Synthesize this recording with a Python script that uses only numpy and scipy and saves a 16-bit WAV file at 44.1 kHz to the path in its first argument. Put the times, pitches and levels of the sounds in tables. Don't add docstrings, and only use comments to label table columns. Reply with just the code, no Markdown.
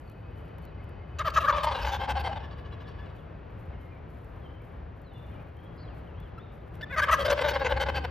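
import sys
import numpy as np
from scipy import signal
from scipy.fft import rfft, irfft, next_fast_len
from scipy.io import wavfile
from scipy.ndimage import uniform_filter1d

SR = 44100
rng = np.random.default_rng(int(sys.argv[2]) if len(sys.argv) > 2 else 0)


def unload_audio(sound):
    columns = np.transpose(np.atleast_2d(sound))
    steps = np.round(np.clip(columns, -1, 1) * 32767)
    wavfile.write(sys.argv[1], SR, steps.astype(np.int16))


def natural_amplitude(level_db):
    exponent = np.asarray(level_db, float) / 20
    return 10 ** exponent


N = 357210

# (frequency [Hz], relative level [dB])
TRAFFIC_SPECTRUM = [(15, -51), (25, -22.5), (39, -7.5), (64, 1), (113, -2.5), (137, -9.5), (161, -5.5),
                    (194, -15.5), (488, -19), (1740, -30.5), (2930, -39.5), (3700, -47), (4270, -50.5),
                    (7000, -68), (9100, -80), (15400, -120)]
TRAFFIC_SIDE_GAIN = [(60, -16.5), (180, -11), (550, 2), (1650, -3), (4970, -24.5), (15000, 3)]
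# (time [s], level [dB])
TRAFFIC_SWELL = [(0, -43), (.7, -41), (1.1, -42.5), (2.1, -39.5), (3.3, -42.3), (5.2, -43.3), (5.9, -41),
                 (6.6, -42.5), (7.2, -39), (8.1, -40)]

# (peak time [s], relative peak level [dB], time to fall 20 dB [s])
TREBLE_BURSTS = [(0, -78, .6), (.374, -74, .22), (.64, -73, .04), (.842, -80, .03), (1.084, -89, .07),
                 (2.58, -77, .08), (2.9, -91, .1), (3.03, -85, .06), (3.16, -78, .15), (3.5, -84, .2),
                 (3.6, -77, .22), (3.81, -77, .3), (4.1, -78, .9), (4.65, -78.5, .25), (4.97, -82, .3),
                 (5.14, -79, 1.2), (5.64, -78, .12), (5.76, -79, .09), (5.95, -75, .25), (6.22, -83, .2),
                 (6.53, -82, .35), (6.68, -78, .04), (6.75, -73, .07)]
# (time [s], relative peak level [dB])
STALK_SNAPS = [(0.0982, -51), (0.3844, -59), (0.5836, -49.5), (0.6517, -48), (0.841, -58), (0.8924, -56),
               (2.8874, -59.5), (3.1562, -63.5), (4.2462, -57), (4.6199, -58), (5.0185, -59),
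               (5.5682, -60.5), (6.2013, -52.5), (6.5246, -62), (6.7544, -50)]
# (frequency [Hz], gain [dB])
TREBLE_SPECTRUM = [(3000, 6), (5000, -7.5), (8500, 0.5), (13000, 2.5), (16000, -23.5)]
BURST_RISE_20DB_S = 0.04
HISS_FLOOR_REL_DB = -93

# (frequency [Hz], width per resonance [Hz], relative level [dB])
DRONE_TONES = [(2535, 40, -73.5), (3000, 56, -75.5), (4600, 66, -85)]
# (time [s], gain [dB])
DRONE_GAIN = [(0, -1.5), (1.2, 3.5), (3.0, -1), (5.0, -28), (8.1, -2)]

# (start [s], length [s], start frequency [Hz], end frequency [Hz], level at start [dB])
WHISTLE_GLIDES = [(.07, .06, 4600, 4060, -78), (.62, .09, 4630, 3900, -75), (2.5, .025, 3800, 3500, -64),
                  (2.84, .03, 3800, 3260, -63), (3.18, .05, 3800, 2600, -65), (3.72, .06, 3300, 2680, -68),
                  (3.7, .28, 2190, 2120, -71), (3.91, .07, 2480, 2280, -67), (4.41, .11, 3500, 3000, -65),
                  (4.52, .1, 3050, 3080, -75), (5.04, .09, 4600, 3650, -69), (5.13, .13, 3480, 3530, -68),
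                  (5.11, .09, 3050, 2810, -70), (5.2, .28, 2830, 2850, -77), (5.31, .06, 3400, 2800, -70),
                  (5.55, .18, 3000, 3310, -71), (5.77, .075, 4750, 4660, -70), (5.77, .07, 4980, 5010, -78),
                  (5.77, .07, 4000, 4070, -77), (5.77, .07, 4300, 4350, -69), (5.83, .04, 4300, 3800, -72),
                  (5.87, .075, 3600, 2400, -63), (6.07, .05, 3150, 2600, -69), (6.59, .03, 3280, 3800, -77)]
# (start [s], length [s], edge frequency [Hz], middle frequency [Hz], level at start [dB])
WHISTLE_ARCHES = [(.78, .05, 2010, 2150, -63), (.99, .06, 2000, 2140, -65), (3.78, .07, 2750, 3120, -69),
                  (4.6, .04, 2220, 2320, -67), (5.31, .12, 2600, 2350, -70), (6.13, .18, 2250, 3470, -68),
                  (6.385, .115, 3200, 3750, -70)]
WHISTLE_SETTLE_S, WHISTLE_FADE_DB = 0.05, -1.0

# (time [s], level [dB])
CHEST_THRUM = [
    [(1.1, -44), (1.438, -38), (1.492, -46), (1.556, -32), (1.642, -47), (1.726, -37), (1.766, -46),
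     (1.84, -31), (1.942, -45), (1.96, -37), (2.098, -39), (2.128, -31), (2.424, -47), (2.5, -45)],
    [(6.9, -44), (7.062, -44), (7.1, -35), (7.204, -42), (7.234, -34), (7.374, -43), (7.398, -39),
     (7.508, -34), (7.524, -39), (7.698, -44), (7.728, -30), (7.838, -38), (7.882, -34), (8.1, -38)],
]
THRUM_HZ, THROB_SPREAD_DB, THROB_RATE_HZ, THRUM_EDGE_S = 71, 2.0, 14.0, 0.015

# (middle [s], length [ms], pitch [Hz], relative voice level [dB], relative rasp level [dB])
NEAR_NOTES = [(1.192, 12, 607, -45, -39), (1.207, 30, 607, -28.5, -45), (1.251, 11, 630, -32, -49),
              (1.271, 37, 625, -26, -41), (1.303, 11, 552, -44, -46), (1.347, 19, 605, -37, -42),
              (1.374, 28, 625, -18, -35), (1.413, 34, 639, -34, -41.5), (1.45, 27, 545, -26, -45),
              (1.495, 30, 602, -17.5, -41.5), (1.542, 38, 588, -28, -41), (1.577, 40, 587, -29, -40),
              (1.611, 26, 600, -39, -46), (1.644, 25, 616, -26, -35.5), (1.685, 54, 599, -27, -43),
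              (1.725, 26, 536, -31, -40.5), (1.763, 40, 511, -32, -39.5), (1.799, 30, 558, -37, -43),
              (1.829, 30, 628, -38, -42), (1.853, 16, 567, -31, -40.5), (1.883, 51, 560, -32, -41),
              (1.942, 51, 548, -31, -40), (2.016, 36, 538, -32, -43), (2.045, 32, 550, -34, -44),
              (2.084, 16, 566, -30, -48), (2.106, 33, 575, -28, -38), (2.175, 37, 540, -30, -43),
              (2.205, 26, 522, -36, -43), (2.262, 45, 516, -30, -41), (2.297, 28, 655, -39, -52),
              (2.326, 27, 547, -35, -48), (2.371, 25, 596, -37, -48), (2.41, 24, 575, -51, -58),
              (6.816, 12, 625, -50, -48), (6.966, 11, 630, -33, -50), (6.989, 34, 620, -23, -39),
              (7.034, 31, 585, -30, -38), (7.073, 9, 597, -33, -47), (7.093, 22, 603, -21, -39),
              (7.13, 39, 622, -19, -33), (7.169, 16, 597, -45, -50), (7.21, 43, 557, -28.5, -38),
              (7.261, 25, 586, -26, -34.5), (7.288, 22, 592, -26, -38), (7.309, 19, 554, -24, -32),
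              (7.328, 20, 562, -20, -36), (7.346, 18, 562, -37, -53), (7.392, 38, 563, -29, -40),
              (7.419, 22, 499, -27, -36.5), (7.462, 52, 576, -26, -39), (7.496, 28, 546, -30, -33.5),
              (7.517, 17, 488, -32, -42), (7.548, 26, 567, -30, -40), (7.566, 19, 542, -24, -40),
              (7.602, 20, 546, -44, -48), (7.625, 34, 549, -28, -45), (7.663, 36, 511, -27, -35),
              (7.715, 49, 554, -27, -39), (7.774, 24, 545, -29, -43), (7.819, 35, 547, -27, -34.5),
              (7.87, 20, 562, -31, -47), (7.894, 21, 524, -26.5, -37), (7.969, 43, 543, -31, -36.5),
              (8.049, 17, 496, -31, -41.5)]
# (time [s], mean mouth resonance [Hz],
# base mouth level over pitch [dB], windpipe level over mean of voice and rasp [dB])
THROAT_PATH = [(1.19, 1150, 10, -6), (1.5, 1170, 8, -15), (1.54, 990, 2, -11), (1.68, 960, 7, -8),
               (1.78, 860, 4, -3), (2.1, 800, 12, -3), (2.4, 750, 10, -5), (6.97, 1180, 8, 5),
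               (7.14, 1150, 6, -6), (7.21, 1100, -12, -8), (7.27, 930, -9, -2), (7.36, 920, -9, -2),
               (7.52, 850, -2, 0), (8.05, 775, 0.5, -1)]
# (frequency [Hz], width per resonance [Hz], mean relative level [dB])
WINDPIPE_RESONANCES = [(1542, 182, 2), (2071, 180, -4.5)]
# (mean frequency [Hz], width per resonance [Hz], base relative level [dB])
RASP_RESONANCES = [(2600, 320, 2), (3050, 204, 2.5), (3358, 210, -2.5), (3800, 300, -2), (4530, 460, -4),
                   (5250, 350, -10), (6310, 990, -11.5), (8260, 1840, -10), (12300, 2200, -16.5)]
LOUD_OPENS_DB_PER_DB = 0.6
OPEN_SCATTER_DB, MOUTH_SCATTER_RATIO = 1.5, 0.022
# (middle [s], relative voice level [dB])
FAR_TOM_NOTES = [(2.445, -51), (2.525, -53), (2.59, -56), (2.665, -55), (2.735, -53), (2.82, -54),
                 (2.885, -54), (2.915, -60), (3.0, -57), (3.065, -57), (3.1, -62)]
FAR_LENGTH_MS, FAR_PITCH_HZ, FAR_MOUTH_MEAN_HZ = 32, 568, 1000
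FAR_OPEN_MEAN_DB, FAR_PIPE_DB, FAR_RASP_OVER_VOICE_DB = 12, -1.0, -4.5

# (middle [s], length [ms], start frequency [Hz], end frequency [Hz], relative level [dB])
CLEAR_NOTES = [(1.199, 24, 1445, 1720, -42), (1.372, 18, 1607, 1700, -28), (1.475, 22, 1458, 1727, -27),
               (2.45, 71, 1750, 1733, -53), (2.6, 50, 1700, 1720, -62), (2.68, 50, 1700, 1710, -60.5),
               (2.76, 50, 1700, 1680, -59.5), (2.871, 60, 1715, 1706, -61), (3.02, 70, 1720, 1753, -54),
               (6.385, 16, 1357, 1350, -44), (6.836, 19, 1795, 1753, -32), (6.912, 26, 490, 507, -37),
               (6.94, 33, 572, 497, -31), (7.032, 30, 1526, 1750, -22), (7.128, 32, 1900, 2050, -25)]
# (frequency [Hz], gain [dB])
CLEAR_SPECTRUM = [(500, -13), (1050, -14), (1330, -2), (1650, 0), (2100, -2), (2500, -4), (2750, -18),
                  (3250, -20), (3520, -5), (3900, -22), (5200, -24), (7200, -42)]
CLEAR_SLOPE_DB_PER_HARMONIC = -2.0

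# (frequency [Hz], left over right [dB])
PORT_LEVEL_DIFFERENCE = [(60, 1.5), (180, 2.0), (550, 4), (1650, 2), (4970, -0.5), (15000, 0.5)]
# (frequency [Hz], left lead [rad])
PORT_PHASE_LEAD = [(0, 0), (860, .4), (1550, -.1), (2840, .5), (5000, .7), (6500, -1.1), (8700, -3.1),
                   (13000, -6.1), (16000, -6.3)]


def rms_one(x):
    return x / np.sqrt(np.mean(x ** 2) + 1e-20)


def at_hz(points, hz):
    point_hz, value = np.array(points).T
    return np.interp(np.log(hz), np.log(point_hz), value)


def drift(rate_hz, size):
    r = np.exp(-2 * np.pi * rate_hz / SR)
    run_in = int(SR / rate_hz)
    noise = rng.standard_normal(size + run_in)
    return rms_one(signal.lfilter([1], [1, -2 * r, r * r], noise)[run_in:])


def resonate(x, hz, width_hz):
    r = np.exp(-np.pi * width_hz / SR)
    poles = [1, -2 * r * np.cos(2 * np.pi * hz / SR), r * r]
    return signal.lfilter([(1 - r * r) / 2, 0, (r * r - 1) / 2], poles, x)


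def twice(x, hz, width_hz):
    return rms_one(resonate(resonate(x, hz, width_hz), hz, width_hz))


def coloured(x, spectrum):
    size = next_fast_len(N)
    hz = np.arange(size // 2 + 1) * SR / size + 1
    return irfft(rfft(x, size) * natural_amplitude(at_hz(spectrum, hz)), size)[..., :N]


def level(rows):
    time_s, db = np.array(rows).T
    return natural_amplitude(np.interp(np.arange(N) / SR, time_s, db, left=-150, right=-150))


def note_frame(middle_s, length_ms, edge, swell=0.0):
    half = length_ms / 2000 * SR
    place = np.arange(-int(2 * half), int(2 * half)) / half
    steepness = np.where(place < 0, 1.5 * edge, edge)
    envelope = np.exp(-np.abs(place) ** steepness + swell * place)
    return int(middle_s * SR - 2 * half), place, envelope


def add(out, x, start):
    out[start:start + len(x)] += x[:N - start]


def traffic():
    middle, side = coloured(rng.standard_normal((2, N)), TRAFFIC_SPECTRUM)
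    gain = level(TRAFFIC_SWELL) / np.std(middle) * natural_amplitude(0.9 * drift(3.03, N))
    return gain * middle, gain * coloured(side, TRAFFIC_SIDE_GAIN)


def treble_bursts_and_snaps():
    flicker_db = 2.9 * drift(300.0, N) + 2.0 * drift(25.0, N)
    grains = rng.standard_normal(N) * natural_amplitude(flicker_db)
    t = np.arange(N) / SR
    bursts_db = []
    for peak_s, db, fall_s in TREBLE_BURSTS:
        away = np.where(t < peak_s, (peak_s - t) / BURST_RISE_20DB_S, (t - peak_s) / fall_s)
        bursts_db.append(db - 20 * away)
    burst_db = np.max(bursts_db, axis=0).clip(HISS_FLOOR_REL_DB)
    out = rms_one(grains) * natural_amplitude(burst_db + 5.0)
    decay = np.exp(-np.arange(800) / (0.0017 * SR))
    for snap_s, db in STALK_SNAPS:
        add(out, natural_amplitude(db - 2.5) * rng.standard_normal(800) * decay, int(snap_s * SR))
    return coloured(out, TREBLE_SPECTRUM)


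def drone():
    tones = sum(natural_amplitude(db) * twice(rng.standard_normal(N), hz, width_hz) for hz, width_hz, db in DRONE_TONES)
    return level(DRONE_GAIN) * tones


def slide(t):
    return np.expm1(-t / WHISTLE_SETTLE_S) / np.expm1(-t[-1] / WHISTLE_SETTLE_S)


def turn_back(t):
    return np.sin(np.pi * t / t[-1])


def songbirds():
    out = np.zeros(N)
    for rows, path in ((WHISTLE_GLIDES, slide), (WHISTLE_ARCHES, turn_back)):
        for start_s, length_s, from_hz, to_hz, db in rows:
            t = np.arange(int(length_s * SR)) / SR
            hz = from_hz + (to_hz - from_hz) * path(t)
            phase = 2 * np.pi * np.cumsum(hz * (1 + 0.0072 * drift(150.0, len(t)))) / SR
            flutter = natural_amplitude(db + WHISTLE_FADE_DB * t / length_s + 4.2 * drift(40.0, len(t)))
            whistle = np.sqrt(2) * np.sin(phase) * flutter * signal.windows.tukey(len(t), 0.3)
            add(out, whistle, int(start_s * SR))
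    return out


def thrum():
    hz = THRUM_HZ * (1 + 0.0791 * drift(7.92, N))
    throb = natural_amplitude(THROB_SPREAD_DB * drift(THROB_RATE_HZ, N))
    boom = np.sqrt(2) * np.sin(2 * np.pi * np.cumsum(hz) / SR)
    swell = uniform_filter1d(sum(level(rows) for rows in CHEST_THRUM), int(THRUM_EDGE_S * SR))
    return boom * throb * swell


def gobble_note(out, note, throat, far):
    middle_s, length_ms, hz, voice_db, rasp_db = note
    mouth_hz, open_db, pipe_db = throat
    clear = mouth_hz > 1120
    open_db += LOUD_OPENS_DB_PER_DB * (voice_db + 28) * clear + OPEN_SCATTER_DB * rng.normal()
    mouth_hz *= 1 + MOUTH_SCATTER_RATIO * rng.normal()
    pitch_db = voice_db - 10 * np.log10(1 + natural_amplitude(2 * open_db))
    mouth_db = pitch_db + open_db
    pipe_db = pipe_db + 0.5 * (voice_db + rasp_db)
    start, place, envelope = note_frame(middle_s, length_ms, edge=2.3, swell=0.4 * clear)
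    size = len(place)

    if clear:
        arch, jitter, shimmer_db, breath, husk_air, mouth_width_hz = 0.17, 0.02, 2, 0.7, 3, 410
    elif far:
        arch, jitter, shimmer_db, breath, husk_air, mouth_width_hz = 0.03, 0.015, 3, 1.5, 0.8, 250
    else:
        arch, jitter, shimmer_db, breath, husk_air, mouth_width_hz = 0.09, 0.033, 4, 1.3, 1.3, 250
    bend = arch * (0.25 - (place + 0.2474) ** 2).clip(-2) + jitter * drift(124.0, size)
    phase = 2 * np.pi * (rng.random() + np.cumsum(hz * (1 + bend)) / SR)
    opening = np.exp(60 * (np.cos(phase) - 1))
    if mouth_hz < 950:
        opening *= 1 + 0.74 * np.cos(phase / 2)
    pulses = rms_one(opening - opening.mean()) * natural_amplitude(shimmer_db * drift(84.0, size))
    air = rng.standard_normal(size) * (1.3 + np.cos(phase))
    voice = pulses + breath * air
    husk = pulses + husk_air * air

    scatter = rng.normal(0, 1, (2, len(RASP_RESONANCES)))
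    pipe = np.zeros(size)
    for k, (pipe_hz, width_hz, db) in enumerate(WINDPIPE_RESONANCES):
        pipe += natural_amplitude(db + 3.0 * scatter[0, k]) * twice(voice, pipe_hz * (1.06 if far else 1), width_hz)
    hiss_db = -8.0 if far else 0.75 * (rasp_db + 37) + 6.5 * clear
    rasp = np.zeros(size)
    for k, (rasp_hz, width_hz, db) in enumerate(RASP_RESONANCES):
        gain = natural_amplitude(db + 3.4 * scatter[1, k] + hiss_db * (rasp_hz > 6000))
        rasp += gain * twice(husk, rasp_hz * (1 + 0.03 * scatter[0, k]), width_hz)

    parts = [(twice(voice, hz, 195), pitch_db), (twice(voice, mouth_hz, mouth_width_hz), mouth_db),
             (pipe, pipe_db), (rasp, rasp_db)]
    core = np.abs(place) < 1
    add(out, envelope * sum(natural_amplitude(db + 0.5) * part / np.std(part[core]) for part, db in parts), start)


def gobbles():
    near, far = np.zeros((2, N))
    time_s, *throat_curves = np.transpose(THROAT_PATH)
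    for note in NEAR_NOTES:
        throat = [np.interp(note[0], time_s, curve) for curve in throat_curves]
        gobble_note(near, note, throat, far=False)
    for middle_s, db in FAR_TOM_NOTES:
        note = middle_s, FAR_LENGTH_MS, FAR_PITCH_HZ, db, db + FAR_RASP_OVER_VOICE_DB
        gobble_note(far, note, (FAR_MOUTH_MEAN_HZ, FAR_OPEN_MEAN_DB, FAR_PIPE_DB), far=True)
    return near, far


def clear_notes(arch=0.0306):
    out = np.zeros(N)
    for middle_s, length_ms, start_hz, end_hz, db in CLEAR_NOTES:
        start, place, envelope = note_frame(middle_s, length_ms, edge=3.3)
        size = len(place)
        hz = start_hz + (end_hz - start_hz) * (place + 1) / 2
        bend = 1 - arch * place ** 2 + 0.009 * drift(140.0, size)
        phase = 2 * np.pi * np.cumsum(hz * bend) / SR
        tone = np.zeros(size)
        for k in range(1, int(SR / 6 / hz.mean())):
            harmonic_db = at_hz(CLEAR_SPECTRUM, k * hz.mean()) + CLEAR_SLOPE_DB_PER_HARMONIC * (k - 1)
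            tone += natural_amplitude(harmonic_db) * np.sin(k * phase)
        shimmer = natural_amplitude(2 * drift(60.0, size))
        husk = 1 + 0.048 * rng.standard_normal(size)
        add(out, natural_amplitude(db) * envelope * tone * shimmer * husk, start)
    return out


def street(x, t60_s=0.56, echo_db=-18.5, cut_hz=3500):
    t = np.arange(int(0.7 * SR)) / SR
    build_up = (t / 0.06).clip(0, 1) ** 2
    tail = rng.standard_normal((2, len(t))) * natural_amplitude(-60 * t / t60_s) * build_up
    tail = signal.lfilter(*signal.butter(1, cut_hz, fs=SR), tail)
    tail /= np.sqrt(np.sum(tail[0] ** 2))
    return natural_amplitude(echo_db) * signal.fftconvolve(x[None], tail)[:, :N]


def scene():
    road, road_side = traffic()
    treble, tones, birds, chest = treble_bursts_and_snaps(), drone(), songbirds(), thrum()
    toms, far_tom = gobbles()
    near, far = toms + clear_notes(), far_tom + birds
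    echo, echo_side = street(near + natural_amplitude(7.0) * far)
    middle = near + far + chest + treble + road + tones + echo
    side = road_side * natural_amplitude(-2.5) + echo_side * natural_amplitude(-4.0)
    return np.array([middle + side, middle - side])


def low_pass(x):
    return signal.sosfilt(signal.butter(12, 15720, fs=SR, output="sos"), x)


def record(dry):
    dry = signal.sosfilt(signal.butter(3, 38.0, "high", fs=SR, output="sos"), dry)
    size = next_fast_len(N)
    hz = np.arange(size // 2 + 1) * SR / size + 1
    lead_rad = np.interp(hz, *np.transpose(PORT_PHASE_LEAD))
    half = natural_amplitude(at_hz(PORT_LEVEL_DIFFERENCE, hz) / 2) * np.exp(0.5j * lead_rad)
    ported = irfft(rfft(dry, size) * np.array([half, 1 / half]), size)[:, :N]
    return low_pass(ported)


dry = scene()
out = record(dry)
unload_audio(out)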